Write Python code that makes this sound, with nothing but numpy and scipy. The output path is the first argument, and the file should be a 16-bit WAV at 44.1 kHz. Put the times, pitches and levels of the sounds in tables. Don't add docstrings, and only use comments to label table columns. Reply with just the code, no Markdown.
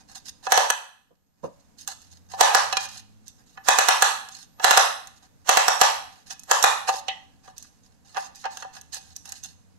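import sys
import numpy as np
from scipy import signal
from scipy.fft import rfft, irfft, next_fast_len
from scipy.io import wavfile

SR = 44100
rng = np.random.default_rng(int(sys.argv[2]) if len(sys.argv) > 2 else 0)


def to_wav(sig):
    pcm = np.clip(np.atleast_2d(sig), -1, 1) * 32767
    pcm = np.round(pcm).astype(np.int16)
    wavfile.write(sys.argv[1], SR, pcm.T)


N = 431298
TIME = np.arange(N) / SR

# (time [s], level [dB])
DIP = [(.66, 2), (.76, -15), (1.35, -9.5), (1.48, 0.5)]
HOLLOW_RING = [1, 0, 0, 0]


def from_db(db):
    return 10 ** (np.asarray(db) / 20)


def unit_rms(x):
    return x / np.sqrt(np.mean(x ** 2) + 1e-20)


def unit_energy(x):
    return x / np.sqrt(np.sum(x ** 2, axis=-1, keepdims=True) + 1e-20)


def in_time(points):
    return np.interp(TIME, *np.transpose(points))


def at_hz(points, hz):
    f, value = np.transpose(points)
    return np.interp(np.log(hz + 1e-3), np.log(f), value)


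def coloured(x, points):
    size = next_fast_len(x.shape[-1] + 2048)
    gain = from_db(at_hz(points, np.fft.rfftfreq(size, 1 / SR)))
    return irfft(rfft(x, size) * gain, size)[..., :x.shape[-1]]


def band(x, low, high):
    return signal.sosfilt(signal.butter(2, [low, high], "band", fs=SR, output="sos"), x)


def stereo_noise(size, alike):
    shared = rng.standard_normal(size)
    return np.sqrt(alike) * shared + np.sqrt(1 - alike) * rng.standard_normal((2, size))


def convolved(x, response):
    return signal.oaconvolve(x, np.atleast_2d(response), axes=-1)[:, :N]


def add(out, s, sound):
    start = max(round(s * SR), 0)
    out[:, start:start + sound.shape[-1]] += sound[:, :N - start]


def held(s, length_s, attack_s, release_s):
    before = np.maximum(s - TIME, 0) / attack_s
    after = np.maximum(TIME - s - length_s, 0) / release_s
    return np.exp(-np.minimum(before + after, 20))


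def room_tone(rumble_db=-61, air_db=-67):
    # (frequency [Hz], relative density [dB])
    rumble_colour = [(20, -10.5), (45, -14.5), (70, -2), (120, 2), (175, -1), (200, -5), (280, -5),
                     (380, -14.5), (700, -37)]
    air_colour = [(200, -4.5), (450, 8.5), (1200, -1), (2400, -6.5), (4200, -12), (8000, -10.5),
                  (12000, -8), (13500, -31)]
    rumble = from_db(rumble_db) * unit_rms(coloured(stereo_noise(N, alike=0.89), rumble_colour))
    air = from_db(air_db) * unit_rms(coloured(stereo_noise(N, alike=0.3), air_colour))
    return from_db(in_time(DIP)) * (rumble + air)


def shell_response(crack_db, damping, vary_db=0.5, detune=0.029):
    # (frequency [Hz], width at damping 1 [Hz], relative level [dB])
    modes = [(564, 99, -8.5), (775.7, 27, 9.5), (876, 49, -1), (1000, 100, -7.5), (1197, 200, -6),
             (1450, 170, -11.5), (1649.5, 48, -2), (1737, 17, 1), (1900, 69, -13.5), (2602, 62, -2.5),
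             (2896, 52, -4.5), (3326, 200, -10), (3960, 240, -10), (4277, 130, -9.5), (5476, 490, -8.5),
             (6140, 220, -1), (6884, 160, -7.5), (7500, 230, -9), (8335, 310, -7.5), (9560, 87, -6.5),
             (10900, 390, -17), (11420, 570, -7.5)]
    click = signal.unit_impulse(3072)
    out = from_db(crack_db) * click
    for (hz, width, db), (spot, grip) in zip(modes, rng.standard_normal((len(modes), 2))):
        freedom = min(hz / 3000, 1)
        angle = 2 * np.pi * hz * (1 + detune * freedom * grip) / SR
        radius = np.exp(-np.pi * width * damping / SR)
        gain = from_db(db + vary_db * np.sqrt(freedom) * spot) * (1 - radius ** 2) / 2
        out += gain * signal.lfilter([1, 0, -1], [1, -2 * radius * np.cos(angle), radius ** 2], click)
    return out


def stick_slip(slips_per_s=400, spread_db=4.0, slip_decay_s=0.002, smooth_gain=0.94):
    slipping = rng.random(N) < slips_per_s / SR
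    slips = slipping * from_db(spread_db * np.minimum(rng.exponential(1, N), 4))
    envelope = signal.lfilter([1], [1, -np.exp(-1 / (slip_decay_s * SR))], slips + 1e-18)
    jerks = unit_rms(envelope * stereo_noise(N, alike=0.094))
    return unit_rms(jerks + smooth_gain * stereo_noise(N, alike=0.089))


def sliding_line(rub_hiss_db=-73, rub_shell_db=-76, wander_db=7):
    # (time [s], length [s], hiss [dB], relative shell level [dB])
    pulls = [(0.0, .02, -56.5, -57), (0.087, 0.045, -53.5, -56.5), (0.154, .018, -39.5, -47),
             (0.257, .036, -41.5, -59.5), (0.437, .03, -43, -45), (1.44, .02, -52.5, -49.5),
             (1.6, .01, -62.5, -80), (1.788, 0.042, -46.5, -74.5), (1.881, 0.038, -39, -42),
             (1.965, 0.21, -60.5, -71.5), (2.115, 0.019, -53, -67.5), (2.303, .045, -46, -51),
             (2.461, .07, -40, -22.5), (2.802, 0.05, -35, -38), (2.889, 0.11, -45.5, -64),
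             (3.265, 0.034, -52, -76), (3.385, 0.029, -61.5, -61), (3.466, 0.084, -62, -74.5),
             (3.646, 0.022, -47, -58), (4.313, 0.12, -47, -61), (4.669, .11, -40, -25),
             (5.166, 0.0092, -55, -67), (5.227, 0.027, -56.5, -56), (5.474, .02, -46, -48),
             (6.126, 0.089, -59.5, -58), (6.269, .025, -49.5, -61), (6.305, 0.014, -34.5, -41),
             (6.404, 0.062, -64, -76), (6.882, 0.018, -29, -23), (6.923, 0.065, -37, -53),
             (7.437, .07, -57, -57.5), (7.57, 0.083, -54.5, -68.5), (7.655, 0.027, -58, -70),
             (7.835, 0.038, -63.5, -82.5), (8.055, 0.12, -57.5, -63.5), (8.165, 0.016, -37.5, -25.5),
             (8.19, 0.079, -44, -46), (8.353, 0.076, -50, -75), (8.453, 0.0081, -53.5, -24.5),
             (8.51, 0.12, -47.5, -49), (8.737, 0.048, -48, -49), (8.933, .04, -36, -50.5),
             (9.0, 0.13, -56, -62.5), (9.159, 0.0095, -48, -61.5), (9.254, 0.084, -47.5, -50.5),
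             (9.354, 0.025, -45, -65.5), (9.439, 0.019, -39.5, -52.5), (9.484, 0.025, -52, -62.5)]
    # (frequency [Hz], gain [dB])
    hiss_colour = [(700, -27.5), (1200, -23), (1900, 0), (2400, -6.5), (4200, 6.5), (7000, -1.5),
                   (9000, -1.5), (11600, 1.5), (14000, -5.5)]
    dip = from_db(in_time(DIP))
    hiss_gain, shell_gain = from_db(rub_hiss_db) * dip, from_db(rub_shell_db) * dip
    for s, length_s, hiss_db, shell_db in pulls:
        pull = held(s, length_s, attack_s=0.0054, release_s=0.012)
        hiss_gain = np.maximum(hiss_gain, from_db(hiss_db) * pull)
        shell_gain = np.maximum(shell_gain, from_db(shell_db - 1) * pull)
    friction = stick_slip()
    spots = from_db(wander_db * unit_rms(band(rng.standard_normal((7, N)), 3.4, 16)))
    spots /= np.linalg.norm(spots, axis=0)
    responses = [shell_response(crack_db=-27, damping=0.8, vary_db=6, detune=0.09) for _ in spots]
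    rubbed = 0
    for share, response in zip(spots, responses):
        force = friction * rng.choice([-1, 1], N)
        rubbed += share * convolved(force, unit_energy(response))
    hiss = hiss_gain * unit_rms(coloured(rubbed, hiss_colour))
    return hiss + shell_gain * unit_rms(band(rubbed, 600, 2500))


def scrape_in(rise_s):
    grains = stereo_noise(2048, alike=0.13) * rng.exponential(1, 2048)
    return unit_energy(grains * np.exp(-TIME[:2048] / rise_s)[::-1])


def chatter(decay_s, alike):
    fade = np.exp(-TIME[:1024] / decay_s)
    burst = stereo_noise(1024, alike) * fade
    for _ in range(3):
        flattened = irfft(np.exp(1j * np.angle(rfft(burst))))
        burst = flattened * np.sqrt(fade)
    return unit_energy(burst)


def contacts(rows, colour_db, shades, gain_db, crack_db, damping, decay_s, delay_s, scrape_db, rise_s):
    # (low [Hz], high [Hz])
    registers = [(420, 1100), (1100, 2100), (2400, 5000), (5000, 15000)]
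    out = np.zeros((2, N))
    for s, strength_db, *touch_db in rows:
        shell = shell_response(crack_db, damping)
        register_db = gain_db + strength_db + np.array(colour_db) + np.dot(touch_db, shades)
        for k, (low, high) in enumerate(registers):
            scrape = from_db(scrape_db) * scrape_in(rise_s)
            force = np.hstack([scrape, chatter(decay_s, alike=0.85 / (k + 1))])
            sound = unit_energy(convolved(force, band(shell, low, high)))
            add(out, s + delay_s - scrape.shape[-1] / SR, from_db(register_db[k]) * sound)
    return out


def bright_clicks():
    # (time [s], relative level [dB], body [dB])
    clicks = [(0.115, -45, 11), (0.148, -50, 22), (0.702, -14.5, -5.5), (1.784, -45.5, 6.5),
              (1.811, -40, -2.5), (1.875, -20, 16.5), (2.017, -45.5, 14.5), (2.958, -44, 30),
              (3.28, -33.5, -1), (4.287, -36, 26.5), (5.072, -35, 19.5), (6.394, -33.5, 0),
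              (6.434, -37, 9.5), (6.626, -9.5, 6), (7.58, -30.5, -2), (7.625, -35.5, -7), (8.357, -39, 2),
              (8.571, -30, 25.5), (8.812, -36, 9.5), (8.943, -25, 13), (9.163, -27, -6), (9.255, -35, 16),
              (9.291, -33, -5), (9.321, -26.5, 15.5), (9.436, -29.5, -1)]
    # (shell, wall, edge, crack) [dB]
    colour_db = [-29.5, -28, -21.5, 0.5]
    body = [1, 1, .8, 0]
    return contacts(clicks, colour_db, [body], gain_db=18, crack_db=-23.5, damping=1.0,
                    decay_s=0.0019, delay_s=0.00068, scrape_db=-28, rise_s=0.005)


def spool_knocks():
    # (time [s], relative level [dB], hollow ring [dB], hardness [dB])
    knocks = [(0.467, -25, 8, -1.5), (2.336, -35, 11, -3), (2.43, -18.5, 0.5, -9), (2.725, -18, 0, 8),
              (2.768, -14, -5.5, 7.5), (3.573, -28.5, -9, -26.5), (4.596, -27.5, 1.5, -7.5),
              (6.304, -32, -13, 8), (6.888, -25.5, 15, 7.5), (6.939, -28, 6.5, -5),
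              (7.081, -26.5, 6.5, 7.5), (7.476, -42, 5, -2), (7.644, -48, -22, -8), (8.145, -39, 3, 4),
              (8.168, -20, 1, -10), (8.44, -26, -11.5, -13), (8.453, -34.5, 13.5, 6.5),
              (8.622, -26, -6.5, -9), (8.645, -46, 17.5, -2.5), (8.765, -36, -10, 0.5),
              (8.964, -40, 1, 3.5)]
    # (shell, wall, edge, crack) [dB]
    colour_db = [3, -1.5, -3.5, -17]
    hardness = [0, 0, .6, 1]
    return contacts(knocks, colour_db, [HOLLOW_RING, hardness], gain_db=19.5, crack_db=-23.5,
                    damping=0.48, decay_s=0.0045, delay_s=0.0012, scrape_db=-18, rise_s=0.012)


def ratchet_snaps():
    # (time [s], relative level [dB], hollow ring [dB])
    teeth = [(0.519, -17.5, 1.5), (0.574, -22, 7.5), (0.7, -21, -2.5), (2.407, -15.5, 4.5),
             (2.546, -17.5, 1.5), (3.684, -16, 0), (3.785, -17.5, 0), (3.884, -16, -2), (4.021, -15.5, -1),
             (4.642, -16, 0.5), (4.707, -16.5, -3), (4.772, -14.5, 0.5), (5.49, -16.5, 2),
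             (5.57, -17.5, 0.5), (5.68, -19, 2), (5.812, -15, 1), (6.511, -18, 0), (6.638, -15.5, 2)]
    # (shell, wall, edge, crack) [dB]
    colour_db = [0.5, 0, -5, -1.93]
    return contacts(teeth, colour_db, [HOLLOW_RING], gain_db=29.5, crack_db=-9.5, damping=1.25,
                    decay_s=0.0028, delay_s=0.0018, scrape_db=-13.5, rise_s=0.01)


def dull_bumps(gain_db=-11, rise_s=0.0066, decay_s=0.018):
    # (time [s], relative peak level [dB])
    touches = [(1.109, -46.5), (1.439, -14)]
    # (frequency [Hz], relative density [dB])
    colour = [(35, -59), (60, -40), (160, -4.5), (249, -16.5), (521, -3.5), (699, -11), (759, -18.5),
              (1090, -18.5), (1990, -51.5), (3000, -54), (3900, -84), (6600, -120)]
    out, t = np.zeros((2, N)), TIME[:8192]
    envelope = (1 - np.exp(-t / rise_s)) ** 2 * np.exp(-t / decay_s)
    envelope /= envelope.max()
    for s, peak_db in touches:
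        thud = unit_rms(coloured(stereo_noise(len(t), alike=0.65), colour))
        add(out, s - 0.008, from_db(peak_db + gain_db) * thud * envelope)
    return out


def distant_engine(climb_hz_per_s=21, fade_s=0.075, octave_db=-7, waver_share=0.016):
    # (time [s], length [s], starting pitch [Hz], level [dB])
    revs = [(2.145, 1.1, 86.03, -55), (8.849, 1.0, 76.2, -59.5)]
    out = np.zeros(N)
    waver = unit_rms(band(rng.standard_normal(N), 1.8, 10))
    for s, length_s, start_hz, db in revs:
        hz = start_hz + climb_hz_per_s * np.clip(TIME - s, 0, length_s)
        phase = 2 * np.pi * np.cumsum(hz * (1 + waver_share * waver)) / SR
        hum = np.sin(phase) + from_db(octave_db) * np.sin(2 * phase)
        out += from_db(db) * held(s, length_s, fade_s, fade_s) * hum
    return out


def line_twangs():
    # (time [s], level [dB], pitch [factor])
    releases = [(3.91, -30, .91), (7.083, -31, 1)]
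    # (centre at pitch 1 [Hz], width [Hz], relative level [dB], t60 [s])
    modes = [(1960, 200, -4, 0.33), (2830, 730, 5.5, 0.12), (3100, 270, -3, 0.31), (3770, 770, 0, 0.12)]
    out, t = np.zeros((2, N)), TIME[:16384]
    for s, level_db, pitch in releases:
        for hz, width, db, t60 in modes:
            noise = stereo_noise(len(t), alike=0.46)
            buzz = unit_rms(band(noise, pitch * hz - width / 2, pitch * hz + width / 2))
            add(out, s, from_db(level_db + db - 60 * t / t60) * buzz)
    return out


def shop_reverb(x, build_s=0.014, first_echo_s=0.00028, lumpy_db=1.5):
    # (frequency [Hz], t60 [s])
    decay_times = [(200, 0.01), (530, 0.4273), (800, 0.4242), (1400, 0.4622), (3700, 0.52), (7000, 0.3619),
                   (12000, 0.5647)]
    # (frequency [Hz], gain [dB])
    colour = [(150, -12.5), (400, -6.5), (800, 1), (1600, -3), (3000, -1), (7500, -3), (11500, -8.5),
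              (13500, -27.5)]
    t, tail = TIME[:40000], 0
    white = rng.standard_normal((2, 2, len(t)))
    edges_hz = np.geomspace(100, 18000, 15)
    for k, (low, high) in enumerate(zip(edges_hz, edges_hz[1:])):
        t60 = at_hz(decay_times, np.sqrt(low * high))
        tail += band(white[k % 2], low, high) * from_db(-60 * t / t60)
    swell = 1 - np.exp(-np.maximum(t - first_echo_s, 0) / build_s)
    lumps = from_db(lumpy_db * unit_rms(band(rng.standard_normal((2, len(t))), 74, 430)))
    return convolved(x, coloured(unit_energy(tail * swell * lumps), colour))


def scene(room_dip_share=0.42):
    snaps, knocks, clicks = ratchet_snaps(), spool_knocks(), bright_clicks()
    slide, bumps, twangs = sliding_line(), dull_bumps(), line_twangs()
    direct = snaps + knocks + clicks + slide + bumps + twangs
    into_room = (from_db(0.5) * snaps + from_db(-8.5) * knocks + from_db(-8) * clicks
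                 + from_db(-14.5) * slide + from_db(-16.5) * bumps + from_db(-18) * twangs)
    room = from_db(room_dip_share * in_time(DIP)) * shop_reverb(into_room)
    return direct + room + room_tone() + distant_engine()


def record(dry, left_lag_samples=180, ceiling=0.95, stopband_hz=16400):
    # (frequency [Hz], left [dB], right [dB])
    mics = [(100, 2, 2.5), (495, -4.5, -3), (1000, -1, 0.5), (2050, -3, 0), (4530, -3, 3), (7500, -4.5, 6),
            (9130, -8.5, -3.5), (9860, -2.5, -9.5), (11800, -1, -10), (11700, -10, -1.5), (12800, -13, -12),
            (16000, -10.5, -8)]
    left = coloured(dry[0], np.array(mics)[:, [0, 1]])
    right = coloured(dry[1], np.array(mics)[:, [0, 2]])
    late_left = np.pad(left, (left_lag_samples, 0), mode="reflect")[:N]
    pair = np.array([late_left, right])
    clipped = pair / (1 + (pair / ceiling) ** 6) ** (1 / 6)
    return signal.sosfilt(signal.cheby2(16, 50, stopband_hz, fs=SR, output="sos"), clipped)


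dry = scene()
out = record(dry)
to_wav(out)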